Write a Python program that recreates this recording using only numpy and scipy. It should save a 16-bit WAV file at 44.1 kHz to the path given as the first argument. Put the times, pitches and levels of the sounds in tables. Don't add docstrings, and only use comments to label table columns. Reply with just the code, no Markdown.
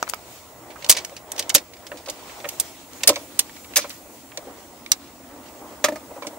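import sys
import numpy as np
from scipy import signal
from scipy.fft import rfft, irfft
from scipy.io import wavfile
from scipy.ndimage import uniform_filter1d, map_coordinates

SR = 44100
rng = np.random.default_rng(int(sys.argv[2]) if len(sys.argv) > 2 else 0)


def magnitude_from_level(level_db):
    exponent = np.asarray(level_db, float) / 20
    return 10 ** exponent


def generate_wav(signal):
    frames = np.transpose(np.atleast_2d(signal))
    scaled = np.clip(frames, -1, 1) * 32767
    pcm = np.round(scaled).astype(np.int16)
    wavfile.write(sys.argv[1], SR, pcm)


N = 281358

# (time [s], wash level [dB], rubbing level [dB], hiss level [dB])
AROUND_DB = [(0.0, -45.5, -47, -52.5), (0.67, -47.5, -54.5, -52.5), (0.96, -43, -43, -51),
             (1.24, -47.5, -55, -54), (1.4, -46, -44, -54), (1.7, -47.5, -54, -55), (2.49, -44, -44, -47.5),
             (2.79, -47, -50, -51), (3.16, -44.5, -47, -48.5), (3.8, -48, -49, -49),
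             (3.92, -48, -53, -50.5), (5.1, -48, -52.5, -54), (5.79, -43, -51, -51.5),
             (6.38, -43, -53.5, -51)]
# (time [s], level [dB])
RUMBLE_DB = [(0.0, -53), (3.29, -56.5), (5.93, -54), (6.38, -60)]
# (time [s], level [dB])
HUM_DB = [(0.0, -60.5), (1.72, -58), (3.71, -50.5), (3.87, -52.5), (6.24, -49), (6.38, -46)]
HUM_HZ, HUM_HALF_WIDTH_HZ = 285, 66.6
# (frequency [Hz], relative density [dB])
WASH_SPECTRUM = [(100, -40), (170, -15), (246, -8), (285, -6), (357, -2.5), (396, -6), (637, -1), (850, -4),
                 (952, -4.5), (1750, -18), (2000, -13), (2600, -39.5), (4400, -120)]
RUMBLE_SPECTRUM = [(12, -26), (20, -10), (81, 4.5), (98, -4.5), (118, 1), (166, -7.5), (220, -11.5),
                   (290, -93), (480, -120)]
HISS_SPECTRUM = [(3240, -32), (5500, -8), (7190, 0), (8910, -1.5), (9660, -3.5), (12100, -5.5),
                 (15000, -2.5), (15200, 1.5), (16000, -16)]
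RUB_SPECTRUM = [(760, -2), (1300, -4.5), (1680, -7.5), (2230, -3), (2930, -4.5), (6040, -7), (8000, -10),
                (10400, -37.5), (17600, -120)]
# (frequency [Hz], relative density [dB])
BRUSH_SPECTRUM = [(2000, -40), (4000, -8), (7000, 1), (10000, -6), (15000, -3), (16500, -12)]
# (frequency [Hz], coherence [0..1])
COHERENCE = [(60, 0.97), (180, 0.98), (550, 0.97), (1650, 0.31), (4970, 0.055), (15000, 0.25)]
WHINE_HZ, WHINE_RMS_DB = 15704, -58.5

# (time [s], peak level [dB], left lag of the nail's tick [us])
TAPS = [(0.0275, -6, -160), (0.0778, -23, 165.5), (0.1363, -13, 84)]
# (frequency [Hz], level [dB])
SHELL_MODES = [(730, -3), (1010, -0.5), (1270, 2.5), (2300, 0.5)]
SHELL_HARDNESS_OCT, SHELL_T60_MS = 0.26, 11.2
NAIL_OVER_TAP_DB, NAIL_HARDNESS_OCT, NAIL_T60_MS, NAIL_BREADTH_OCT = -14, 1.6, 3, 1.37

# (time [s], level [dB], hardness [octaves re 1 kHz], chatter t60 [ms], left lag [us])
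CLICKS = [(0.069, -38.5, 0.92, 79, 160), (0.0894, -30.5, 3.2, 23.5, -16), (0.0957, -25.5, 3, 15, -5),
          (0.0978, -21.5, 4, 5.5, -36), (0.142, -35, 3.2, 17, 67), (0.703, -43, 1.53, 120, 21),
          (0.758, -39.5, 0.6, 48, 21), (0.8226, -36.5, 1.7, 53, -22), (0.8442, -26, 2.08, 29, 23.5),
          (0.863, -30.5, 2, 11, 119), (0.888, -26, 3, 62, 15), (0.8952, 7.5, 3.13, 31, 24),
          (0.8993, -4.5, 2.55, 22, 14), (0.9119, -7.5, 2.7, 40, 28), (0.923, -13, 2.5, 39, 34),
          (0.9475, -29, 1.76, 65, 6), (0.9664, -21, 1.96, 110, 19), (0.973, -26, 2.6, 12, 61),
          (0.9834, -26.5, 1.9, 37, -160), (1.048, -24.5, 2.5, 16, 38.5), (1.095, -43, 1.9, 18, 30),
          (1.1652, -32.5, 1.96, 61, 29), (1.3178, -22.5, 3.06, 19, 28.5), (1.3618, -34.5, 2.1, 45, 54),
          (1.379, -28, 2.1, 170, 58), (1.392, -17, 2.33, 48, 7.5), (1.425, -29.5, 2.1, 20, 57),
          (1.4938, -18.5, 2.64, 23, 19), (1.5, -17, 2.02, 19, 37), (1.5419, -17, 3.2, 120, 25.5),
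          (1.5486, 6.5, 3.13, 15.3, 13), (1.553, -12.5, 2.2, 83, 29), (1.58, -24, 2.24, 41, 45),
          (1.7335, -41, 1.9, 77, 79), (1.767, -46.5, 1.7, 27, 14), (1.866, -35, 2.02, 46, 12),
          (1.917, -30.5, 0.87, 30, 67), (1.9707, -40, 2.13, 130, -27), (2.059, -36, 2.03, 96, -50),
          (2.0843, -30.5, 1.97, 59, -75), (2.098, -24, 2.56, 30, 41), (2.296, -42, 1, 38, 67),
          (2.4012, -39, 1.74, 41, 21), (2.4438, -29.5, 0.92, 54, 53), (2.453, -31, 1.14, 9.9, 22),
          (2.488, -23.5, 2.55, 37, 67), (2.598, -10.5, 3.36, 45, 34), (2.933, -39, 2.8, 9.1, 57),
          (3.006, -41, 1.5, 130, 88), (3.0334, -15.5, 2.15, 30, 20), (3.074, 0.5, 3, 32, -110),
          (3.0783, -18, 3.6, 33, -110), (3.0896, -8, 2.38, 58, -84.5), (3.13, -35.5, 1.8, 190, 140),
          (3.158, -23.5, 1.9, 36, 123.5), (3.3907, -6, 2.94, 40, 93), (3.495, -38.5, 1.32, 8.2, 54),
          (3.5635, -41, 1.7, 36, 90), (3.6442, -40.5, 1.5, 45, 90), (3.7356, -34.5, 1.4, 27, 103),
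          (3.7583, -10.5, 2.6, 163, -53), (3.76, -20, 1.25, 100, -49), (3.768, -11, 2.9, 71, -22),
          (3.787, -27.5, 0.76, 43, 17), (3.818, -32.5, 1.9, 190, 55), (3.8452, -39, 0.7, 69, 108),
          (3.8945, -31.5, 3.7, 16.7, -21), (3.9022, -33, 1.8, 55, 100), (4.318, -41, 1, 33, -17),
          (4.3734, -25, 2.15, 26, 108), (4.862, -32, 1.7, 7.4, 100), (4.9171, -4, 2.47, 20, 207),
          (6.2212, -36, 1.5, 81, 109), (6.268, -27.5, 2.09, 48, 112.5)]
# (frequency [Hz], width [Hz], level [dB])
CLICK_MODES = [(1070, 320, -19), (1260, 80, 9.5), (1820, 72, -3), (2283, 133, 6.5), (2830, 1500, -27.5),
               (3200, 220, -15.5), (3620, 63, -36.5), (4170, 220, -28.5), (4740, 350, -14.5),
               (5150, 230, 3), (6110, 390, -1.5), (6070, 153, 0.5), (6740, 110, -12.5), (7714, 100, 2),
               (8700, 807, -6), (9016, 1300, -10.5), (9070, 83, -20.5), (9680, 485, 3.5), (10700, 760, -22),
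               (11430, 270, 2.5), (13220, 180, 7), (13780, 1200, -1.5), (14400, 380, -29)]
# (time [s], left over right [dB])
BEARING = [(0, -14), (.034, 3.5), (.1, 8.5), (.13, -13), (.9, -2.5), (1.3, -2.5), (2.5, -4.5), (3.07, -3),
           (3.8, -2), (4.9, -5), (5.9, -4), (6.38, -4.5)]
BREADTH_OCT, BREADTH_PER_OCT = 0.32, 0.21
SETTLE_DB, SETTLE_DB_PER_DB, SETTLE_T60_S, SETTLE_HISS_DB = -44, 0.34, 0.32, -2
# (frequency [Hz], t60 [s])
WALL_T60 = [(500, 0.15), (3000, 0.069), (12000, 0.039)]

# (middle [s], length [s], scrape level [dB], brushing level [dB])
SLIDES = [(0.333, 0.17, -48, -48.5), (0.782, .12, -50, -63), (2.294, 0.1, -44, -56),
          (2.53, 0.087, -58, -47), (2.652, 0.16, -43, -47), (2.986, 0.11, -51.5, -49),
          (3.206, .15, -51.5, -50), (3.6, 0.18, -55, -53), (3.926, 0.15, -49, -46.5),
          (4.148, 0.12, -58, -53.5), (4.6, 0.25, -55, -56.5), (5.514, 0.28, -53, -57)]

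# (time [s], peak level [dB], hardness [octaves re 1 kHz])
KNOCKS = [(0.839, -32.5, -0.4), (0.8928, -22.5, -0.4), (0.9192, -27.5, 0.29), (0.9671, -27.5, -0.048),
          (1.1181, -32.5, -0.85), (1.3972, -30, -0.56), (1.5522, -16.5, -0.78), (1.9158, -27, -0.41),
          (1.9395, -29, -1.55), (2.073, -27.5, -0.0005), (2.0854, -26.5, -0.75), (2.4411, -28.5, -0.46),
          (2.4551, -25.5, -0.54), (3.0377, -29.5, -0.14), (3.084, -11.5, -0.75), (3.0925, -6.5, -0.52),
          (3.122, -24, -0.12), (3.1627, -23.5, -0.37), (3.3914, -33.5, -0.059), (3.7637, -23, -0.17),
          (3.7766, -22.5, -0.46), (3.8424, -22.5, -0.0069), (4.3744, -29, -0.58), (4.9163, -29.5, 0.48),
          (6.1089, -30.5, -0.35), (6.163, -29, -0.48), (6.1727, -31, -0.17), (6.2216, -23.5, -0.12),
          (6.2472, -24.5, 0.072), (6.2666, -27, -1.2), (6.3286, -32, -0.29)]
# (frequency [Hz], level [dB])
DECK_MODES = [(296, -1.5), (345, -9.5), (501, -1), (572, 3), (660, -9), (790, -8.5), (980, -4.5),
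              (1070, -5.5), (1300, -8), (1500, -10)]
DECK_T60_MS = 70

# (time [s], knock peak level [dB], hardness [octaves re 1 kHz], slap level [dB])
BOUNCES = [(5.8409, -7.5, -0.49, -11), (5.884, -11.5, -0.65, -29), (5.9209, -20, -0.88, -42),
           (5.9571, -26.5, -0.71, -37)]
# (frequency [Hz], level [dB])
LID_MODES = [(296, 3.5), (598, 3.5), (904, -5), (1206, -6), (1766, 18.5), (2008, 19), (2390, 21)]
LID_T60_MS = 73
SLAP_HARDNESS_OCT, SLAP_T60_MS, SLAP_LEFT_LAG_US, SLAP_BREADTH_OCT = 1.6, 71, -32.5, 1.84


def unit(x):
    return x / np.sqrt(np.mean(x ** 2) + 1e-20)


def along(points, hz):
    f, v = np.transpose(points)
    return np.interp(np.log(hz + 1), np.log(f + 1), v)


def curves(rows):
    s, *cols = np.transpose(rows)
    return [np.interp(np.arange(N) / SR, s, c) for c in cols]


def wobble(rate_hz):
    knots = rng.standard_normal(int(N * rate_hz / SR) + 4)
    return map_coordinates(knots, [np.arange(N) * rate_hz / SR])


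def bell(hz, centre_oct, spread_oct):
    return np.exp(-.5 * ((np.log2(hz / 1000 + 1e-9) - centre_oct) / spread_oct) ** 2)


def rush(spectrum, patchy_db):
    hz, _, z = signal.stft(rng.standard_normal((2, N + 512)), SR, nperseg=512)
    field = uniform_filter1d(rng.standard_normal(z.shape[1:]), size=5, axis=0)
    field = uniform_filter1d(field, size=8, axis=1)
    pair = signal.istft(z * magnitude_from_level(patchy_db * unit(field)), nperseg=512)[1]
    hz = np.fft.rfftfreq(pair.shape[1], 1 / SR)
    turn = np.arccos(np.clip(along(COHERENCE, hz), 0, 1)) / 2
    shaped = rfft(pair) * magnitude_from_level(along(spectrum, hz))
    mid, side = irfft(shaped * [np.cos(turn), np.sin(turn)])[:, :N]
    return unit(np.array([mid + side, mid - side]))


def harbour(wash_db, hiss_db):
    rumble_db, = curves(RUMBLE_DB)
    hum_db, = curves(HUM_DB)
    lapping = magnitude_from_level(2.43 * wobble(7.1) + 0.89 * wobble(60))
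    wash = magnitude_from_level(wash_db) * unit(lapping * rush(WASH_SPECTRUM, patchy_db=2.0))
    rumble = magnitude_from_level(rumble_db) * rush(RUMBLE_SPECTRUM, patchy_db=-1.0)
    resonance = [(HUM_HZ + k * HUM_HALF_WIDTH_HZ, db)
                 for k, db in [(-3, -40), (-1, -6), (0, 0), (1, -6), (3, -40)]]
    hum = magnitude_from_level(hum_db) * rush(resonance + [(900, -120)], patchy_db=-1.5)
    hiss = magnitude_from_level(hiss_db) * rush(HISS_SPECTRUM, patchy_db=-1.3)
    return wash + rumble + hum + hiss


def rubbing(db):
    ticks = magnitude_from_level(1.2 * np.maximum(wobble(400), 0) + 1.2 * wobble(25))
    return magnitude_from_level(db) * unit(ticks * rush(RUB_SPECTRUM, patchy_db=1.5))


def camera_whine():
    level = np.sqrt(2) * magnitude_from_level(WHINE_RMS_DB + .8 * wobble(8))
    return level * np.sin(2 * np.pi * WHINE_HZ * np.arange(N) / SR)


def contact_clicks(rows, size=8192, lead=64):
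    out = np.zeros((2, N + size))
    f = np.fft.rfftfreq(size, 1 / SR)
    after_s = np.maximum((np.arange(size) - lead) / SR, 0)
    ports = np.array([[1], [-1]])
    centre, width, mode_db = np.transpose(CLICK_MODES)[:, :, None]
    signs = (-1.) ** np.arange(len(CLICK_MODES))[:, None]
    drive = 1j * f * width
    modes = signs * magnitude_from_level(mode_db) * drive / (centre ** 2 - f ** 2 + drive)
    treble = f ** 2 / (f ** 2 + 6500 ** 2)
    for s, db, hardness, t60_ms, lag_us, breadth in rows:
        pan_db = np.interp(s, *np.transpose(BEARING))
        fade = magnitude_from_level(-60 * after_s / (t60_ms / 1000)) * (1 - np.exp(-after_s / 0.00065))
        impacts = rng.standard_normal((3, size)) * magnitude_from_level(5 * rng.standard_normal((3, size)))
        impacts[0, lead + 12] += 9 * rng.choice([-1, 1])
        impacts = impacts[0] + .55 * impacts[1:]
        clumps_db = 1.5 * np.repeat(rng.standard_normal(size // 64), 64)
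        impacts *= magnitude_from_level(clumps_db)
        flurry = rfft(impacts * fade) * (1 - treble) + rfft(impacts * fade ** 1.91) * treble
        chance = magnitude_from_level(rng.normal(0, 1.5, len(CLICK_MODES)))
        struck = chance * bell(centre[:, 0], hardness, breadth)
        facing = magnitude_from_level(rng.normal(0, 1.5, (2, len(CLICK_MODES))))
        body = (facing * struck) @ modes
        body += 0.66 * bell(f, hardness, 1.18 * breadth)
        body += 0.074 * bell(f, 0.086, 0.41)
        lag = np.exp(-1j * np.pi * f * lag_us / 10 ** 6 * ports)
        hit = irfft(flurry * body * lag)[:, :size // 2]
        loudest = np.sqrt(uniform_filter1d(hit ** 2, size=132).max(axis=1, keepdims=True))
        start = round(s * SR) - lead
        out[:, start:start + size // 2] += magnitude_from_level(db + pan_db / 2 * ports) * hit / loudest
    return out[:, :N]


def hollow_ring(blows, modes, t60_ms, rise_s):
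    out, t = np.zeros(N + SR), np.arange(SR // 5) / SR
    hz, mode_db = np.transpose(modes)[:, :, None]
    t60_s = t60_ms / 1000 * (600 / hz) ** 0.9
    build = 1 - np.exp(-t / (rise_s * (600 / hz) ** 1.1))
    for s, db, hardness in blows:
        scatter_db, detune = rng.normal(0, 2, hz.shape), rng.normal(1, .01, hz.shape)
        level = magnitude_from_level(mode_db + scatter_db - 60 * t / t60_s) * bell(hz, hardness, 0.68)
        wander = 0.043 * np.cumsum(rng.standard_normal(level.shape), axis=1)
        tones = np.sin(2 * np.pi * hz * detune * t + wander)
        ring = (level * tones * build).sum(axis=0)
        out[round(s * SR):][:len(t)] += magnitude_from_level(db) * ring / abs(ring).max()
    return out[:N] * magnitude_from_level([[.4], [-.4]])


def finger_taps():
    nails = [(s, db + NAIL_OVER_TAP_DB, NAIL_HARDNESS_OCT, NAIL_T60_MS, lag_us, NAIL_BREADTH_OCT)
             for s, db, lag_us in TAPS]
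    blows = [(s, db, SHELL_HARDNESS_OCT) for s, db, _ in TAPS]
    return contact_clicks(nails), hollow_ring(blows, SHELL_MODES, SHELL_T60_MS, rise_s=0.0024)


def handling_and_rod_clicks():
    return contact_clicks([(*row, BREADTH_OCT + BREADTH_PER_OCT * row[2]) for row in CLICKS])


def settling():
    kicks = np.zeros(N)
    for s, db, *_ in CLICKS:
        kicks[round(s * SR)] += magnitude_from_level(2 * (SETTLE_DB + SETTLE_DB_PER_DB * min(db, 0)))
    decay = magnitude_from_level(-120 * np.arange(SR) / SR / SETTLE_T60_S)
    return abs(signal.fftconvolve(kicks, decay)[:N])


def cockpit(x, step=8192):
    out = np.zeros((2, N + SR))
    for a in range(0, N, step):
        hz, t, z = signal.stft(rng.standard_normal((2, SR // 5)), SR, nperseg=128)
        decay = magnitude_from_level(-60 * t / along(WALL_T60, hz)[:, None])
        tail = signal.istft(z * decay, SR, nperseg=128)[1]
        wet = signal.fftconvolve(x[:, a:a + step], tail / np.linalg.norm(tail[0]), axes=1)
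        out[:, a + 130:a + 130 + wet.shape[1]] += wet
    return out[:, :N]


def sliding():
    s, length_s, *db = np.transpose(SLIDES)[:, :, None]
    swell = np.exp(-8 * ((np.arange(N) / SR - s) / length_s) ** 2)
    return (magnitude_from_level(2 * np.array(db)) * swell).sum(axis=1)


def brushing(power):
    return np.sqrt(power) * rush(BRUSH_SPECTRUM, patchy_db=3.5)


def deck_knocks():
    return hollow_ring(KNOCKS, DECK_MODES, DECK_T60_MS, rise_s=0.004)


def lid_bounces():
    slaps = [(s, db, SLAP_HARDNESS_OCT, SLAP_T60_MS, SLAP_LEFT_LAG_US, SLAP_BREADTH_OCT)
             for s, _, _, db in BOUNCES]
    blows = [row[:3] for row in BOUNCES]
    return contact_clicks(slaps), hollow_ring(blows, LID_MODES, LID_T60_MS, rise_s=0.0027)


def scene():
    wash_db, rub_db, hiss_db = curves(AROUND_DB)
    nails, shell = finger_taps()
    slaps, lid = lid_bounces()
    clicks = nails + handling_and_rod_clicks() + slaps
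    hollow = shell + deck_knocks() + lid
    walls = cockpit(magnitude_from_level(-12.5) * clicks + magnitude_from_level(-22.5) * hollow)
    trail = settling()
    scrape, brush = sliding()
    rub_db = 10 * np.log10(magnitude_from_level(2 * rub_db) + trail + scrape)
    hiss_db = 10 * np.log10(magnitude_from_level(2 * hiss_db) + magnitude_from_level(2 * SETTLE_HISS_DB) * trail)
    return clicks + hollow + walls + rubbing(rub_db) + brushing(brush) + harbour(wash_db, hiss_db)


def band_limit(x):
    return signal.sosfilt(signal.butter(12, 16320, fs=SR, output="sos"), x)


def record(dry):
    x = np.clip(dry + camera_whine(), -.93, .93)
    x = signal.sosfilt(signal.butter(14, 16300, fs=SR, output="sos"), x)
    x = signal.sosfilt(signal.butter(1, 80, "high", fs=SR, output="sos"), x)
    return band_limit(x)


dry = scene()
out = record(dry)
generate_wav(out)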